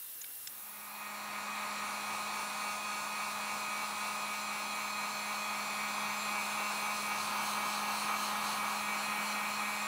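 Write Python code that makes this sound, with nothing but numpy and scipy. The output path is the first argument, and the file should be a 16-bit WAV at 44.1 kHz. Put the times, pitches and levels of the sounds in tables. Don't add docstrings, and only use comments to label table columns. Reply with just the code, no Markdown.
import sys
import numpy as np
from scipy import signal
from scipy.io import wavfile
from scipy.ndimage import uniform_filter1d

SR = 44100
rng = np.random.default_rng(int(sys.argv[2]) if len(sys.argv) > 2 else 0)


def gain_from_db(level_db):
    decades = np.asarray(level_db, float) / 20
    return 10 ** decades


def unload_wav(signal):
    wavfile.write(
        sys.argv[1],
        SR,
        np.round(np.clip(np.atleast_2d(signal).T, -1, 1) * 32767).astype(np.int16),
    )


N = 435266

# time in seconds, distance, tilt, turn, aim (jet square on the shell)
POSE = [(1.51, 0.58, -0.65, .99, -1.6), (2.21, 0.59, 0.22, 0.11, 0.22), (2.91, 0.86, 0.31, 0.046, -0.29),
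        (3.61, 0.61, 0.087, -0.0093, .1), (3.96, 0.61, 0.37, -0.19, -0.014),
        (4.66, 0.58, -0.26, 0.049, 0.071), (5.36, 0.45, -0.44, 0.078, 0.18), (5.71, 0.15, -0.65, 0.026, .3),
        (6.06, 0.081, -1.04, -.01, 0.61), (6.76, -.12, -0.26, -0.69, 0.28),
        (7.11, -0.27, 0.041, -0.49, .65), (7.46, -.69, 0.45, -0.17, .99), (8.16, -0.71, 0.21, -0.25, .99),
        (8.51, -0.8, 0.36, .21, .8), (8.86, -0.21, -0.72, -0.13, -0.63), (9.21, -0.54, -0.92, -0.15, -0.95),
        (9.86, -0.012, -1.24, 0.15, -0.8)]
# time in seconds, swings done, shaft speed in Hz, pitch bend of the swing in Hz.
WAVING = [(0, -1, 207.6, 0), (.75, -1, 207.55, .05), (1.01, 0, 207.75, .35), (1.55, 2, 207.5, .48),
          (2.05, 4, 207.62, .35), (2.58, 6, 207.6, .44), (3.14, 8, 207.67, .47), (3.7, 10, 207.67, .44),
          (4.26, 12, 207.75, .32), (4.72, 14, 207.83, .15), (5.48, 17, 207.84, .33), (6.28, 20, 207.98, .4),
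          (6.81, 22, 207.87, .25), (7.55, 25, 208.05, .25), (8.31, 28, 208.27, .17), (8.84, 30, 208.32, .3),
          (9.36, 32, 208.4, .26), (9.87, 34, 208.3, .25)]


def evened(x):
    return x / np.sqrt(np.mean(x ** 2) + 1e-20)


def read(points, hz):
    f, value = np.transpose(points)
    return np.interp(np.log(hz + 1), np.log(f + 1), value)


def curve(rows, t):
    s, *columns = np.transpose(rows)
    return np.array([np.interp(t, s, c) for c in columns])


def drift(count, t, top_hz):
    hz = np.geomspace(top_hz / 20, top_hz, 16)
    phase = rng.random((count, 16, 1))
    waves = np.sin(2 * np.pi * (hz[:, None] * t + phase))
    return evened((waves / np.sqrt(hz)[:, None]).sum(1))


def noise(spectrum, change_db, patchy_db, size=N):
    window, hop = 1024, 256
    t = np.arange(size // hop + 5) * hop / SR
    hz = np.fft.rfftfreq(window, 1 / SR)
    real, imag, patches = rng.standard_normal((len(t), len(hz), 3)).T
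    patches = uniform_filter1d(patches, size=10, axis=0)
    patches = evened(uniform_filter1d(patches, size=10, axis=1))
    shape = gain_from_db(read(spectrum, hz)[:, None] + patchy_db * patches)
    shape = shape / np.sqrt(np.mean(shape ** 2))
    z = (real + 1j * imag) * shape * gain_from_db(change_db(hz, t))
    return signal.istft(z, nperseg=window, noverlap=window - hop)[1][:size] / 15


def crossed(t):
    start_s, length_s = 0.26, 1.55
    return np.sin(np.pi / 2 * np.clip((t - start_s) / length_s, 0, 1)) ** 2


def tick(start_s, peak_db, length_s, centre_hz, width_hz):
    lead_s = start_s % .01
    t = np.arange(N // 20 + 2000) / SR - lead_s
    edges_hz = [max(centre_hz - width_hz / 2, 300), centre_hz + width_hz / 2]
    band = signal.butter(2, edges_hz, "bandpass", fs=SR, output="sos")
    rattle = evened(signal.sosfilt(band, rng.standard_normal(len(t))))
    attack = np.clip(t / 0.00022, 0, 1)
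    decay = np.exp(-(np.maximum(t, 0) / length_s) ** 3)
    knock = gain_from_db(peak_db) / 2 * rattle * attack * decay
    return np.pad(knock, (round((start_s - lead_s) * SR), N))[:N]


def fast_view():
    # frequency in Hz, level in dB per Hz.
    air_spectrum = [(15, -47), (40, -18), (800, -16.5), (1800, -11.5), (2400, -15.5), (3800, -12.5),
                    (5000, -14.5), (8800, -11), (9500, -6), (11000, -3.5), (11800, -9), (12300, -3),
                    (14000, -3.5), (15700, -4)]
    # frequency in Hz, side minus mid in dB.
    side_spectrum = [(60, -15), (110, -9), (200, -14), (380, -12), (700, -13), (1290, -16), (2380, -31),
                     (4400, -28), (8120, -22), (15000, -24)]
    # frequency in Hz, level in dB.
    whistle_rows = [(2756, -71), (5512, -73), (8210, -73), (8269, -72), (10955, -70), (11020, -64),
                    (11149, -71), (12160, -68), (12236, -64), (12705, -70), (13779, -59.5), (14890, -67),
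                    (14933, -63), (14971, -69)]
    # start in seconds, peak in dB, length in seconds, centre in Hz, width in Hz.
    tick_rows = [
        (.213, -43, .009, 4500, 6000),
        (.214, -38, .009, 6700, 600),
        (.241, -41, .007, 2000, 900),
        (.243, -43, .005, 3700, 1200),
        (.4723, -38, .007, 3200, 900),
        (.4723, -43, .007, 2000, 900),
        (.4723, -35, .007, 5400, 1100),
        (.4723, -37, .006, 7700, 1200),
    ]
    view_db, tick_side_db = -46, -7
    t = np.arange(2 * SR) / SR
    left_right = np.array([[1], [-1]])

    air = noise(air_spectrum, lambda hz, s: 0 * s, patchy_db=1.4, size=len(t))
    side = noise(air_spectrum, lambda hz, s: read(side_spectrum, hz)[:, None], patchy_db=4.5, size=len(t))

    wobble = drift(1, t, top_hz=25.2)[0]
    swells = drift(len(whistle_rows), t, top_hz=30.2)
    warped_s = np.cumsum(1 + .0003 * wobble) / SR
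    whistles = np.zeros(len(t))
    for (hz, db), swell in zip(whistle_rows, swells):
        whistles += gain_from_db(db + 51.5 + 1.5 * swell) * np.sin(2 * np.pi * hz * warped_s)

    blown = gain_from_db(view_db) * (1 - crossed(t)) * (air + whistles + side * left_right)
    blown = np.pad(blown, ((0, 0), (0, N - len(t))))
    mid_ticks = sum(tick(*row) for row in tick_rows)
    side_ticks = sum(tick(*row) for row in tick_rows)
    return blown + mid_ticks + gain_from_db(tick_side_db) * side_ticks * left_right


def shaft_hz(t):
    swings, hz, bend_hz = curve(WAVING, t)
    return hz + bend_hz * np.cos(2 * np.pi * swings)


def swing(t):
    swings, hz, bend_hz = curve(WAVING, t)
    return np.minimum(10 * bend_hz, 1) * np.exp(2j * np.pi * swings)


def motor(turns):
    strong_orders = [1, 3, 4, 5, 6, 7, 8, 9, 10, 11, 12, 13, 15, 16, 19, 21, 22, 24, 25, 30, 34, 35, 36, 37,
                     43, 44, 45, 47, 51, 71]
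    # dB at rest, dB per distance, dB per tilt, dB per turn.
    strong_levels = np.array([(-53, -3.6, -1.5, 0.2), (-58.5, 1.5, -1.2, -1.5), (-56, -4.5, -2.5, -7),
                              (-51, -2.5, 1.5, -1), (-45.5, -1.1, 1.4, 0), (-55.5, 0.5, 0, -0.5),
                              (-57.5, -5, 0.5, 2), (-58.5, -5, -4.5, 3.5), (-67.5, -1, -20, -6.0),
                              (-51, -1, -2.5, -4), (-50.5, 3.0, -3.5, -4), (-60, 1, 1, -11),
                              (-68, -16, 7, 10), (-65.5, 3.4, -4, -5.5), (-73, -22.2, -11, 15.0),
                              (-64, -5, -2, 4.5), (-67, -15, 12, -4.0), (-67, -3.0, -2, -3),
                              (-69, 3, 2, -7), (-66.5, -5, 3, -7.0), (-67, -2, -1.6, 2),
                              (-62.5, 7.5, -6.5, -8), (-74, -1, -3, 9), (-64, 2, 0.1, -6),
                              (-76.5, -7, 6, -14), (-62.3, -0.5, 0.5, -6), (-67, 6.5, 14, -2.6),
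                              (-72, 3.5, 8, -10), (-59, -1, -1, -2.1), (-67, 3, 1.8, -7)])
    # dB with swing speed, dB with swing position.
    strong_throb = np.array([(.2, .1), (-.5, -.5), (.3, 1.8), (-.3, .7), (-.1, .9), (-.8, .2), (-1.1, .7),
                             (1.3, 1.8), (1.1, 2.6), (-1.3, 3.1), (1.2, 0), (-4.1, 4.1), (-.3, 1.3),
                             (3.6, .2), (.2, .3), (-1.6, -2.1), (-4.2, -3), (-1, -3), (-4, -.5), (-2, .5),
                             (-3.5, -1), (.4, -1.1), (-2.2, -2.4), (-2.4, -2.1), (0, -2.5), (3.2, -.8),
                             (-3.4, -1.8), (-1, -4.5), (.3, .5), (-.8, .2)])
    # frequency in Hz, level in dB.
    weak_spectrum = [(400, -75), (2900, -72), (3700, -68), (4800, -72), (5500, -71), (6600, -77),
                     (8100, -70), (8600, -75), (10200, -71), (11500, -74), (14000, -75.5), (15600, -79)]
    # multiple, change in dB.
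    shaded_orders = [(12, -2), (47, 4), (49, 4), (50, 2), (51, -8)]
    t = np.arange(0, N / SR, .01)
    wave, pose = swing(t), curve(POSE, t)
    distance, aim = pose[0], pose[3]
    orders = np.arange(1, 76)

    throb = (wave * np.exp(1j * np.pi * drift(len(orders), t, top_hz=.8))).real
    level_db = read(weak_spectrum, orders * WAVING[0][2])[:, None] + 1.5 - 2.5 * distance
    level_db += 4 * throb + 2 * drift(len(orders), t, top_hz=3)

    strong = np.array(strong_orders) - 1
    waved_db = 1.4 * strong_throb @ [wave.real, wave.imag]
    near_41 = np.exp(-((strong[:, None] - 40) / 5) ** 2)
    waved_db += 7 * near_41 * wave.imag * distance
    posed_db = strong_levels[:, 1:] @ pose[:3]
    level_db[strong] = strong_levels[:, :1] + np.minimum(posed_db + waved_db, 11) + .5

    level_db += 1.2 * np.minimum(orders / 8, 1)[:, None] * drift(len(orders), t, top_hz=30)
    square_on = np.clip((aim - .6) / .25, 0, 1)
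    for k, db in shaded_orders:
        level_db[k - 1] += db * square_on

    phases, time = rng.random(len(orders)), np.arange(N) / SR
    shaft, order, out = np.exp(2j * np.pi * turns), 1, np.zeros(N)
    for db, phase in zip(level_db, phases):
        order = order * shaft
        level = np.interp(time, t, np.sqrt(2) * gain_from_db(db))
        out += level * (order * np.exp(2j * np.pi * phase)).real
    return out


def jet():
    # frequency in Hz, level in dB per Hz.
    roar_spectrum = [(18, -70), (30, -41), (155, -19), (200, -18.5), (257, -19), (472, -18), (620, -14),
                     (684, -12), (815, -4.5), (1160, -4), (1230, -5), (1550, -13), (1960, -15.5),
                     (2300, -8), (3200, -21), (4160, -23), (7040, -120)]
    # frequency in Hz, level in dB per Hz.
    hiss_spectrum = [(2800, -30), (3300, -6), (3830, -9), (4090, 0), (4370, -1), (4890, -12.5), (5700, -8),
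                     (6340, -6.5), (6760, -11.5), (8200, -12), (10500, -13.5), (11100, -17), (12800, -18.5),
                     (15700, -18)]
    band_centres_hz = [1100, 2300, 4200, 8500, 12000]
    # dB at rest, dB per distance, per tilt, per turn, per aim.
    band_pose = np.array([(-.2, -2.5, 0.34, -0.16, .2), (-.2, -2, -0.77, -0.71, -1),
                          (.1, -0.4, .1, -.3, 1.5), (.3, -2.1, 0.41, -1.1, 0), (1.6, -3.5, 0.56, -1.1, 0)])
    # dB with swing speed, with swing position, with position times distance.
    band_swing = np.array([(0, .3, 0), (.3, .4, 0), (.1, -.7, 1.1), (-.2, -.5, 2.1), (-.6, .2, .5)])
    roar_db, hiss_db = -41, -47.5

    def change_db(hz, t):
        wave, pose = swing(t), curve(POSE, t)
        distance = pose[0]
        bands_db = band_pose @ [1 + 0 * t, *pose]
        bands_db += band_swing @ [wave.real, wave.imag, wave.imag * distance]
        share = np.array([read(list(zip(band_centres_hz, row)), hz) for row in np.eye(len(bands_db))])
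        delay_s = .0009 + np.array([.0002, .0001, .0001]) @ pose[:3] + .00002 * wave.imag
        reflected = .25 * np.minimum(hz / 4000, 1)[:, None]
        echo = reflected * np.exp(2j * np.pi * hz[:, None] * delay_s)
        dip_db = -3.5 * np.exp(-((hz - 3000) / 300) ** 2)[:, None] * distance
        return share.T @ bands_db + dip_db + 20 * np.log10(abs(1 + echo))

    roar = gain_from_db(roar_db) * noise(roar_spectrum, change_db, patchy_db=.7)
    hiss = gain_from_db(hiss_db) * noise(hiss_spectrum, change_db, patchy_db=1.1)
    return roar + hiss


def scene():
    close_db = -0.72
    t = np.arange(N) / SR
    turns = np.cumsum(shaft_hz(t)) / SR
    close = gain_from_db(close_db) * crossed(t) * (motor(turns) + jet())
    return fast_view() + close


def roll_off(x):
    return signal.sosfilt(signal.butter(12, 16910, fs=SR, output="sos"), x)


def record(dry):
    low_cut = signal.butter(2, 45, "highpass", fs=SR, output="sos")
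    edge = signal.firwin(1023, 15740, window=("kaiser", 10), fs=SR)
    mix = signal.oaconvolve(signal.sosfilt(low_cut, dry), edge[None], "same")
    return roll_off(mix)


dry = scene()
out = record(dry)
unload_wav(out)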